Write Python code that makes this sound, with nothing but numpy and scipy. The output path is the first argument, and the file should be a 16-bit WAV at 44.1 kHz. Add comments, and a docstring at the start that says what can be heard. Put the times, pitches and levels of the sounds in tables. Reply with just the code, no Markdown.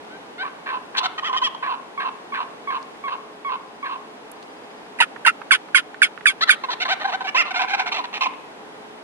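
"""Soft air and a wavering hum fill a clearing by pines; a stem snaps now and then while a wild turkey
whines and yelps. A short gobble cuts across the yelps, and a small far bird trills in quick upward slurs.
Seven loud, close cutts follow, with bill clicks around them; a long gobble with a rattling middle answers.
Each call is a tone of the syrinx (the bird's voice box), clean or rough, shaped by four throat resonances.
Small sounds are short noise bursts, the trill is sine slurs, and the trees echo the turkeys."""
import sys
import numpy as np
from scipy import signal
from scipy.fft import rfft, irfft, next_fast_len
from scipy.io import wavfile

SR = 44100
rng = np.random.default_rng(int(sys.argv[2]) if len(sys.argv) > 2 else 0)


def digitize_waveform(pressure):
    """Quantize a signal to 16-bit integers and store it at the path in sys.argv[1].

    Rows of a 2-D input are taken as channels; values are limited to [-1, 1].
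    """
    field = np.atleast_2d(pressure).T
    bounded = np.clip(field, -1, 1)
    quanta = np.round(bounded * 32767).astype(np.int16)
    wavfile.write(sys.argv[1], SR, quanta)


N = 398223  # length of the scene in samples, about 9 s

# A colour is the strength of throat resonances 2, 3 and 4 over the first, in dB.
# A bend is the pitch at start, middle and end, as multiples of a given pitch.
# Call levels are set before the bird's own gain_db; brightness is added to all three colour values.

# Still air, shape of its spectrum: frequency_hz, relative_level_db (per Hz)
AIR_SPECTRUM = [(15, -56), (25, -10), (86, -28), (102, -22), (189, -8.5), (293, -3), (388, -6.5), (419, -3),
                (556, -7), (838, -4.5), (1260, -12.5), (1630, -15), (3340, -24.5), (4790, -30),
                (11400, -39.5), (14900, -62), (22000, -120)]
# Left-right difference in the air, before side_db: frequency_hz, side_over_middle_db
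AIR_WIDTH = [(60, -15), (110, -4), (190, -16), (340, -8.5), (610, -5.5), (1080, -3.5), (1940, -1),
             (3450, 2.5), (6160, -1), (11000, -4.5)]
AIR_DB = -43  # middle level of the air, before it sways

# Snapping stems: start_s, peak_db (before gain_db), centre_hz, left_minus_right_db
STEM_SNAPS = [(0.049, -36, 3840, 1), (2.8276, -33, 3930, 19), (4.316, -24.5, 10400, -17),
              (4.4268, -29, 4200, -12)]
# Bill clicks: start_s, peak_db (before gain_db), centre_hz, left_minus_right_db
BILL_CLICKS = [(5.162, -24.5, 1260, -11), (5.416, -22, 1260, -10), (5.685, -28, 1040, -7),
               (5.944, -25.5, 1560, -10), (6.176, -25.5, 1500, -15), (6.209, -27, 1670, -11),
               (8.336, -33, 2050, -15)]

# Thin whines before the yelps: start_s, length_s, level_db
WHINE_NOTES = [(0.077, 0.094, -43), (0.379, 0.0534, -25.5)]
WHINE_HZ, WHINE_BEND, WHINE_COLOUR = 762, (0.89, 1, 1.03), (13.7, 5.5, 2.2)

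# A yelp opens as a whistle, breaks down an octave into a bright rasp, then darkens and sags.
# Yelps: start_s, length_s, whistle_s, whistle_over_rasp_db, rasp_level_db, break_brightness_db
YELP_NOTES = [(0.425, 0.059, 0.00049, 0, -26.5, -6), (0.658, 0.119, 0.00094, 16, -25, 2.5),
              (0.941, 0.086, 0, 0, -24.5, 2.5), (1.623, 0.131, 0.0022, 0, -22.5, -2.5),
              (1.975, 0.12, 0.026, 0.5, -23, 2), (2.321, 0.12, 0.019, 0, -24, 3.5),
              (2.672, 0.111, 0.034, 2, -24, -2.5), (3.037, 0.12, 0.044, 0, -24.5, -1.5),
              (3.446, 0.12, 0.048, 1.5, -24.5, -6), (3.827, 0.14, 0.02, 2, -26.5, 0)]
YELP_HZ, BREAK_ENDS_S, OVERLAP_S = 545.4, 0.062, 0.008
WHISTLE_BEND, WHISTLE_COLOUR = (2.04, 2.03, 1.897), (-8, -11.5, -31)
BREAK_BEND, BREAK_COLOUR = (1.01, 1.005, 0.98), (-1.5, -7, -17)
SAG_BEND, SAG_COLOUR = (1, 0.98, 0.905), (-26, -13.5, -19.5)

# In a gobble note the syrinx tightens and lets go: the pitch arches from a dark, slack gulp and back.
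# Gobble notes: start_s, length_s, place_of_top (0-1), top_pitch_hz, level_db, rasp_when_tight (0-1),
# then the colour at the top: second_db, third_db, fourth_db
GOBBLE_NOTES = [(0.966, 0.033, 0.65, 875, -16, 0.72, 2, -4, 18),
                (1.028, 0.043, 0.53, 762, -17.5, 0.69, -4, -20, 1),
                (1.177, 0.024, 0.46, 639, -21.5, 0.64, -1.5, -5.5, -6),
                (1.222, 0.095, 0.46, 670, -21, 0.37, 2.5, 3.5, -11),
                (1.318, 0.05, 0.65, 520, -18.5, 0.77, -12, -12, -17),
                (1.362, 0.031, 0.48, 628, -19.5, 0.23, 4, 14, -2),
                (1.414, 0.016, 0.98, 506, -15, 0.1, -18, -16, -15),
                (1.43, 0.0525, 0.318, 654, -17, 0.04, 19.5, 29, 19),
                (1.545, 0.008, 0.5, 477, -24, 0.3, -30, -12, -14),
                (6.407, 0.035, 0.97, 686, -14, 0.13, 23.5, -23, 23.5),
                (6.472, 0.029, 0.93, 625.4, -19, 0.46, 12.5, -15, 8),
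                (6.635, 0.022, 0.2, 534, -21.5, 0.46, -9, -12, -13),
                (6.683, 0.019, 0.86, 495, -21, 0.16, -9, -24, -19),
                (6.7, 0.046, 0.35, 667, -24, 0.57, 6, 0, 8.5),
                (6.799, 0.042, 0.55, 750, -19.5, 0.25, 7.5, 11.5, 8.5),
                (6.848, 0.026, 0.4, 523, -22, 0.79, -1, -19, -7.5),
                (6.878, 0.065, 0.64, 789, -17.5, 0.28, 5, 2.5, 0.5),
                (6.995, 0.045, 0.51, 624, -26.5, 0.5, 0.5, -8, -7.5),
                (7.041, 0.025, 0.67, 797, -17, 0.38, -1.5, -20, -14),
                (7.068, 0.049, 0.28, 814, -24.5, 0.52, -5, -9, -12),
                (7.116, 0.043, 0.83, 774, -21, 0.25, 2, -5.5, -9),
                (7.203, 0.03, 0.24, 778, -25.5, 1, -4.5, -11, -14),
                (7.242, 0.036, 0.19, 782, -27, 0.22, -2, -4, -9),
                (7.268, 0.033, 0.63, 581, -22, 0.19, 20, 20, 6),
                (7.343, 0.085, 0.6, 704, -13.5, 0.11, 15, 21, -1),
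                (7.45, 0.052, 0.13, 595, -29, 0.45, -12, -11, -10),
                (7.915, 0.024, 0.55, 592, -20.5, 1, -22, 1.5, -1.5),
                (7.936, 0.081, 0.22, 668, -23, 0.58, -6, 1.5, -1.5),
                (8.038, 0.022, 0.45, 503, -26, 1, -4.5, -9, -7.5),
                (8.126, 0.063, 0.52, 652, -26, 1, -2, 5, -2),
                (8.207, 0.039, 0.23, 537.5, -17, 0.56, -44, 0.5, -6.5),
                (8.233, 0.025, 0.19, 872, -20.5, 0.12, -17, 11, -7),
                (8.254, 0.024, 0.28, 522, -18.5, 0.9, -17, -9, -16)]
SLACK_HZ = 484.2  # pitch at rest
TIGHT_HZ = 750  # top pitch at which the third resonance is left unmoved
TIGHTEN_S = 0.03  # half-width of the pitch arch
SLACK_RASP = 0.24  # extra rasp at rest

# Songbird trills: start_s, number_of_notes, average_level_db
SONGBIRD_TRILLS = [(3.326, 8, -61), (4.354, 8, -57)]

# A cutt is a falling chirp, a loud tone, then a low creak as the membranes slacken.
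# Cutts: start_s, chirp_s, chirp_hz, chirp_level_db, tone_s, tone_hz, tone_level_db,
# tone_brightness_db, creak_hz, creak_level_db
CUTT_NOTES = [(4.986, 0.016, 2190, -25, 0.016, 942, -9, -1, 452, -14.5),
              (5.248, 0.014, 1494, -14.5, 0.016, 972, -10, 0.5, 690, -10),
              (5.507, 0.0084, 1520, -7, 0.026, 1104, -10.5, 5, 369.7, -16),
              (5.745, 0.0062, 1510, -6.5, 0.031, 1074, -10.5, 40, 364, -17),
              (6.017, 0.008, 1560, -6, 0.029, 1119, -11.5, 19, 381, -25.5),
              (6.255, 0.0098, 1627, -7.5, 0.041, 1145, -12.5, 24, 391, -25),
              (6.491, 0.01, 1602, -6, 0.026, 1143, -11, 14, 383, -22)]
CHIRP_BEND, CHIRP_COLOUR = (1.2, 0.98, 0.83), (29.4, 20.2, 4.1)
TONE_BEND, TONE_COLOUR = (1.1, 0.98, 0.93), (-12, 0, -5)
CREAK_BEND, CREAK_COLOUR = (1.05, 0.96, 0.93), (22.5, 19.6, 20)
CREAK_S, CREAK_ENTERS = 0.039, 0.7  # length; share of the tone after which it starts
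CREAK_USUAL_HZ, CREAK_DULLING = 392, (4.1, 0, -12)  # colour change in dB per octave above this pitch

# In the middle of the long gobble the voice rattles around one pitch.
# Rattle beats: start_s, length_s, middle_pitch_hz, level_db, rasp (0-1), brightness_db
RATTLE_BEATS = [(7.505, 0.019, 740, -23.5, 0.3, 0), (7.539, 0.032, 756, -25, 0.97, -1),
                (7.555, 0.035, 731, -18.5, 0.44, 2), (7.589, 0.067, 763, -18.5, 1, -4),
                (7.673, 0.091, 757, -24, 0.52, 1), (7.732, 0.024, 765, -16.5, 0.6, -3.5),
                (7.766, 0.073, 743.5, -24, 0.97, -4), (7.79, 0.02, 768, -18, 0.2, 0),
                (7.857, 0.039, 735, -22.5, 0.83, -0.5)]
TUMBLE, TUMBLE_PER_S = 0.075, 60  # size as a share of the pitch; new random values a second
RATTLE_COLOUR = (2.9, 1.7, -6)

# Throat resonances, lowest first; the gape scales the third frequency: frequency_hz, width_hz
YELP_THROAT = [(1060, 387), (1660, 555), (2600, 420), (3750, 960)]
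SHRILL_THROAT = [(1030, 290), (1850, 670), (3200, 500), (3680, 1250)]
GOBBLE_THROAT = [(970, 360), (1540, 694), (2420, 540), (3900, 1010)]
CUTT_THROAT = [(1020, 1750), (1530, 510), (2300, 430), (3250, 660)]
# Weaker resonances of windpipe and beak: frequency_hz, width_hz, level_over_upper_throat_db
YELP_BEAK = [(603, 180, -23), (6200, 5600, -37), (10100, 4300, -33.5)]
GOBBLE_BEAK = [(570, 450, -23.5), (5040, 910, -14), (7080, 690, -31), (10540, 1800, -36.5)]
CUTT_BEAK = [(365, 74, -42), (4950, 490, -18.5), (6600, 400, -23.5), (7280, 630, -27.5), (9550, 1200, -17)]

# The four voices. jitter: pitch unsteadiness at full rasp; hiss: amount of breath noise;
# twin: strength of the second pitch at full rasp; twin_ratio: that pitch over the main one.
YELPER = dict(throat=YELP_THROAT, beak=YELP_BEAK,
              jitter=0.094, hiss=0.35, twin=0.27, twin_ratio=0.88, gain_db=-1)
SHRILL_GOBBLER = dict(throat=SHRILL_THROAT, beak=GOBBLE_BEAK,
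                      jitter=0.051, hiss=0.87, twin=0.59, twin_ratio=0.68, gain_db=-2)
DEEP_GOBBLER = dict(throat=GOBBLE_THROAT, beak=GOBBLE_BEAK,
                    jitter=0.059, hiss=0.92, twin=0.83, twin_ratio=0.66, gain_db=-0.75)
CUTTER = dict(throat=CUTT_THROAT, beak=CUTT_BEAK,
              jitter=0.16, hiss=0.42, twin=0.32, twin_ratio=0.72, gain_db=1.5)

# Stereo balance of the direct calls: frequency_hz, left_minus_right_db
FAR_BALANCE = [(700, 0.5), (1200, -3.5), (1650, 1.5), (2650, -10.5), (3500, 5.5), (7000, -1), (10000, -35)]
NEAR_BALANCE = [(900, -1), (1600, -10), (2000, -2), (2600, -6), (4200, -2.5), (7000, -4), (9000, -38)]
# How far the left side lags the right: frequency_hz, lag_radians
LEFT_LAG = [(30, 2), (300, 0.1), (700, 0.53), (1100, 1.76), (1600, 1.69), (2300, 2), (3200, 2), (4200, 4),
            (6000, 2.5), (11000, 9.5)]
TOP_HZ = 12000  # upper edge of the sound


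def undb(db):
    """Turn decibels into a gain."""
    return 10 ** (np.asarray(db) / 20)


def unit(x):
    """Scale a sound to an rms (average strength) of 1."""
    return x / np.sqrt(np.mean(x ** 2) + 1e-18)


def add(track, s, x):
    """Mix x into the track from time s on."""
    i = max(int(s * SR), 0)
    track[i:i + len(x)] += x[:max(len(track) - i, 0)]


def resonate(x, hz, width):
    """Ring at one frequency, as an air cavity does, with steep falls on both sides."""
    size = next_fast_len(len(x) + 1024)
    f = np.arange(size // 2 + 1) * SR / size + 1  # 1 Hz up, to avoid dividing by zero
    off = 1j * (f * f - hz * hz) / (f * width)
    skirt = 1 + np.sqrt(2) * off / 1.7 + (off / 1.7) ** 2
    response = 1 / ((1 + off) * skirt)
    return irfft(rfft(x, size) * response, size)[:len(x)]


def contour(points):
    """Join (Hz, value) points on a log frequency axis, for every frequency of the whole scene."""
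    hz, values = np.transpose(points)
    f = np.arange(N // 2 + 1) * SR / N + 1
    return np.interp(np.log(f), np.log(hz), values)


def wander(size, per_s):
    """Draw a random line of straight steps between per_s new values a second."""
    steps = np.arange(size) * per_s / SR
    values = rng.standard_normal(size // 4 + 2)
    return np.interp(steps, np.arange(len(values)), values)


def clearing(hum_hz, hum_db, sway_db, side_db):
    """Soft air in the pines is shaped noise that sways in level; a far hum is a wavering sine."""
    mid_spectrum = rfft(rng.standard_normal(N)) * undb(contour(AIR_SPECTRUM))
    mid = irfft(mid_spectrum, N)
    side_shape_db = contour(AIR_SPECTRUM) + contour(AIR_WIDTH) + side_db
    side = irfft(rfft(rng.standard_normal(N)) * undb(side_shape_db), N)
    level = undb(AIR_DB + sway_db * wander(N, 1.7))
    air = np.array([mid + side, mid - side]) / np.std(mid) * level
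    hum_pitch = hum_hz + 3 * wander(N, 12)
    hum_level = undb(hum_db + 2.5 * wander(N, 3.4))
    hum = np.sin(2 * np.pi * np.cumsum(hum_pitch) / SR) * hum_level
    return air + hum


def ticks(rows, decay_s, spread, gain_db):
    """Tiny dry cracks: noise that dies in a few milliseconds, through one broad resonance."""
    out = np.zeros((2, N))
    t = np.arange(SR // 20) / SR
    for s, db, hz, pan_db in rows:
        burst = rng.standard_normal(len(t)) * np.exp(-t / decay_s)
        crack = resonate(burst, hz, spread * hz)
        crack = crack / np.abs(crack).max()
        for channel, sign in zip(out, (1, -1)):
            add(channel, s, crack * undb(db + gain_db + sign * pan_db / 2))
    return out


def arch(length, peak, taper):
    """One push of air, strongest at the given share of its length; taper thins its ends."""
    place = np.linspace(0, 1, int(max(length, .004) * SR))
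    u = np.interp(place, [0, np.clip(peak, .05, .95), 1], [0, .5, 1])
    return np.abs(np.sin(np.pi * u)) ** taper


def turkey(pitch, push, rasp, colour, gape, throat, beak, jitter, hiss, twin, twin_ratio, gain_db):
    """The syrinx pulses; rasp unsettles its pitch and strength and lets air through once a cycle."""
    size, ring = len(push), SR // 200  # 5 ms is left for the throat to ring on
    shaken_pitch = pitch * (1 + jitter * rasp * wander(size, pitch.mean()))
    phase = 2 * np.pi * np.cumsum(shaken_pitch) / SR
    k = np.arange(1, int(TOP_HZ / pitch.mean()) + 1)[:, None]  # harmonic numbers
    pulses = np.sum(np.cos(k * phase) / np.sqrt(k), axis=0)
    # in a rasp the other side of the syrinx joins in at a lower pitch of its own
    twin_pulses = np.sum(np.cos(k * twin_ratio * phase) / np.sqrt(k), axis=0)
    pulses = pulses + twin * rasp * twin_pulses
    air = hiss * (rasp + 0.22) * (1 + 1.13 * np.cos(phase)) * rng.standard_normal(size)
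    flutter = 1 + .7 * rasp * np.tanh(wander(size, 450))
    source = np.pad((unit(pulses) + air) * push * flutter, (0, ring))
    # the gape of the beak moves the third resonance
    modes = [throat[0], throat[1], (gape * throat[2][0], throat[2][1]), throat[3]]
    gains = undb([np.pad(db + np.zeros(size), (0, ring), "edge") for db in (0, *colour)])
    gains = gains / np.linalg.norm(gains, axis=0)
    voice = sum(g * unit(resonate(source, hz, width)) for g, (hz, width) in zip(gains, modes))
    edge = sum(undb(d) * unit(resonate(source, hz, width)) for hz, width, d in beak)
    upper_throat = np.linalg.norm(gains[2:], axis=0)
    voice = unit(voice + upper_throat * edge)
    push_strength = np.sqrt(np.sum(push ** 2) / len(voice))
    return voice * undb(gain_db) * push_strength


def syllable(bird, length, db, hz, bend, colour, peak, taper, rasp, gape):
    """One push of air on one pitch that bends along a smooth curve."""
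    push = arch(length, peak, taper)
    curve = np.polyfit([0, .5, 1], bend, 2)
    pitch = hz * np.polyval(curve, np.linspace(0, 1, len(push)))
    return undb(db) * turkey(pitch, push, rasp, colour, gape, **bird)


def whines():
    """Thin whines: a lightly rasping syrinx whose pitch climbs."""
    out = np.zeros(N)
    for s, length, db in WHINE_NOTES:
        whine = syllable(YELPER, length, db, WHINE_HZ, WHINE_BEND, WHINE_COLOUR,
                         peak=1.0, taper=0.44, rasp=0.26, gape=0.924)
        add(out, s, whine)
    return out


def yelps():
    """The syrinx whistles, breaks into a bright rasp, then sags into a dark one."""
    out = np.zeros(N)
    for s, length, whistle_s, whistle_db, db, bright_db in YELP_NOTES:
        if whistle_s > OVERLAP_S:  # shorter whistles are left out
            whistle = syllable(YELPER, whistle_s + OVERLAP_S / 2, db + whistle_db, YELP_HZ,
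                               WHISTLE_BEND, WHISTLE_COLOUR,
                               peak=0.57, taper=0.11, rasp=0.065, gape=0.835)
            add(out, s, whistle)
        break_start = max(whistle_s - OVERLAP_S / 2, 0)
        bright_rasp = syllable(YELPER, BREAK_ENDS_S - break_start, db, YELP_HZ,
                               BREAK_BEND, np.add(BREAK_COLOUR, bright_db),
                               peak=0.32, taper=0.5, rasp=0.89, gape=0.86)
        add(out, s + break_start, bright_rasp)
        sag_start = min(BREAK_ENDS_S, length) - OVERLAP_S
        dark_rasp = syllable(YELPER, length - sag_start, db, YELP_HZ, SAG_BEND, SAG_COLOUR,
                             peak=0.43, taper=0.37, rasp=0.916, gape=1.046)
        add(out, s + sag_start, dark_rasp)
    return out


def ports(x, balance):
    """Direct sound from the right: the left side hears it later and with another colour."""
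    tilt = undb(contour(balance))
    right = rfft(x) * np.sqrt(2 / (1 + tilt ** 2))  # keeps the total power of both sides
    left = right * tilt * np.exp(-1j * contour(LEFT_LAG))
    return np.array([irfft(left, N), irfft(right, N)])


def trees(x, early_db, early_s, late_db, t60_s, dull_hz):
    """Grass and near branches scatter at once; the trunks return a longer, duller tail."""
    t = np.arange(SR) / SR
    out = []
    shared = rng.standard_normal((2, SR))  # the part both ears have in common
    for _ in range(2):
        near, far = shared + 3.2 * rng.standard_normal((2, SR))
        near = near * np.exp(-t / early_s) * (t > .003)
        near = near / np.linalg.norm(near)
        far = signal.sosfilt(signal.butter(2, dull_hz, fs=SR, output="sos"), far)
        # the tail builds up, then falls at 60 dB per t60_s
        far = far * np.exp(-np.log(1000) * t / t60_s) * (1 - np.exp(-t / 0.021))
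        far = far / np.linalg.norm(far) * np.sqrt(2 * dull_hz / SR)
        echo = undb(early_db) * near + undb(late_db) * far
        out.append(signal.fftconvolve(x, echo)[:N])
    return np.array(out)


def gobble(notes, bird, slack_colour, taper, gape_per_octave):
    """Each note tightens from the slack pitch to its top and back; tension clears and recolours it."""
    out = np.zeros(N)
    for s, length, top, top_hz, db, rasp, *top_colour in notes:
        push = arch(length, top, taper)
        from_top_s = np.arange(len(push)) / SR - top * length
        tension = np.exp(-(from_top_s / TIGHTEN_S) ** 2)
        pitch = SLACK_HZ + (top_hz - SLACK_HZ) * tension
        colour = [slack + (tight - slack) * tension for slack, tight in zip(slack_colour, top_colour)]
        gape = 1 + gape_per_octave * np.log2(TIGHT_HZ / top_hz)
        note_rasp = rasp + SLACK_RASP * (1 - tension)
        add(out, s, undb(db) * turkey(pitch, push, note_rasp, colour, gape, **bird))
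    return out


def songbird(low_hz, high_hz, gap_s, note_s):
    """A far trill of evenly spaced sine notes that slide upward, uneven in level."""
    out = np.zeros(N)
    size = int(note_s * SR)
    pitch = np.linspace(low_hz, high_hz, size)
    note = np.sin(2 * np.pi * np.cumsum(pitch) / SR) * np.hanning(size)
    for s, notes, db in SONGBIRD_TRILLS:
        for k in range(round(notes)):
            note_db = db + 1.5 * rng.standard_normal()
            add(out, s + k * gap_s, note * undb(note_db))
    return out


def cutts():
    """The syrinx chirps, sounds a tone and slackens into a creak in one quick burst."""
    out = np.zeros(N)
    for (s, chirp_s, chirp_hz, chirp_db, tone_s, tone_hz, tone_db, bright_db,
         creak_hz, creak_db) in CUTT_NOTES:
        chirp = syllable(CUTTER, chirp_s, chirp_db, chirp_hz, CHIRP_BEND, CHIRP_COLOUR,
                         peak=0.2, taper=0.76, rasp=0.24, gape=0.977)
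        add(out, s, chirp)
        tone = syllable(CUTTER, tone_s, tone_db, tone_hz, TONE_BEND, np.add(TONE_COLOUR, bright_db),
                        peak=0.05, taper=0.66, rasp=0.23, gape=1.063)
        add(out, s + chirp_s, tone)
        octaves_up = np.log2(creak_hz / CREAK_USUAL_HZ)
        colour = np.add(CREAK_COLOUR, np.multiply(CREAK_DULLING, octaves_up))
        creak = syllable(CUTTER, CREAK_S, creak_db, creak_hz, CREAK_BEND, colour,
                         peak=0.059, taper=1.98, rasp=0.44, gape=1.09)
        add(out, s + chirp_s + CREAK_ENTERS * tone_s, creak)
    return out


def rattle():
    """Rough beats of the syrinx whose pitch tumbles at random about a middle."""
    out = np.zeros(N)
    for s, length, hz, db, rasp, bright_db in RATTLE_BEATS:
        push = arch(length, peak=0.37, taper=0.53)
        pitch = hz * (1 + TUMBLE * wander(len(push), TUMBLE_PER_S))
        colour = np.add(RATTLE_COLOUR, bright_db)
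        add(out, s, undb(db) * turkey(pitch, push, rasp, colour, gape=0.89, **DEEP_GOBBLER))
    return out


def scene():
    """Callers near and far, their echoes, and the small sounds of the clearing."""
    air = clearing(hum_hz=424, hum_db=-52.0, sway_db=0.6, side_db=3.5)
    snaps = ticks(STEM_SNAPS, decay_s=0.0027, spread=0.59, gain_db=-8.0)
    clicks = ticks(BILL_CLICKS, decay_s=0.0035, spread=0.65, gain_db=-2)
    # one bird gobbles across the yelps, another answers the cutts
    early = [row for row in GOBBLE_NOTES if row[0] < 2]
    late = [row for row in GOBBLE_NOTES if row[0] >= 2]
    first = gobble(early, SHRILL_GOBBLER, slack_colour=(-24, -17, -24), taper=0.51, gape_per_octave=0.015)
    second = gobble(late, DEEP_GOBBLER, slack_colour=(-10, -9, -11), taper=0.52, gape_per_octave=0.13)
    flock = whines() + yelps() + first + second + rattle()
    far_echo = trees(flock, early_db=-10.5, early_s=0.0037, late_db=-10.5, t60_s=0.51, dull_hz=2700)
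    far = ports(flock, FAR_BALANCE) + far_echo
    trill = songbird(low_hz=4400, high_hz=5340, gap_s=0.0685, note_s=0.0323)
    close = cutts()
    near_echo = trees(close, early_db=-9, early_s=0.0056, late_db=-39, t60_s=1.0, dull_hz=4000)
    near = ports(close, NEAR_BALANCE) + near_echo
    return air + snaps + clicks + far + trill + near


def record(dry):
    """Flatten peaks at full scale, then cut the deepest bass and everything above the top edge."""
    clipped = np.clip(dry, -1, 1)
    thin = signal.sosfilt(signal.butter(2, 70, "high", fs=SR, output="sos"), clipped)
    return signal.sosfilt(signal.ellip(8, .2, 70, TOP_HZ, fs=SR, output="sos"), thin)


dry = scene()
out = record(dry)
digitize_waveform(out)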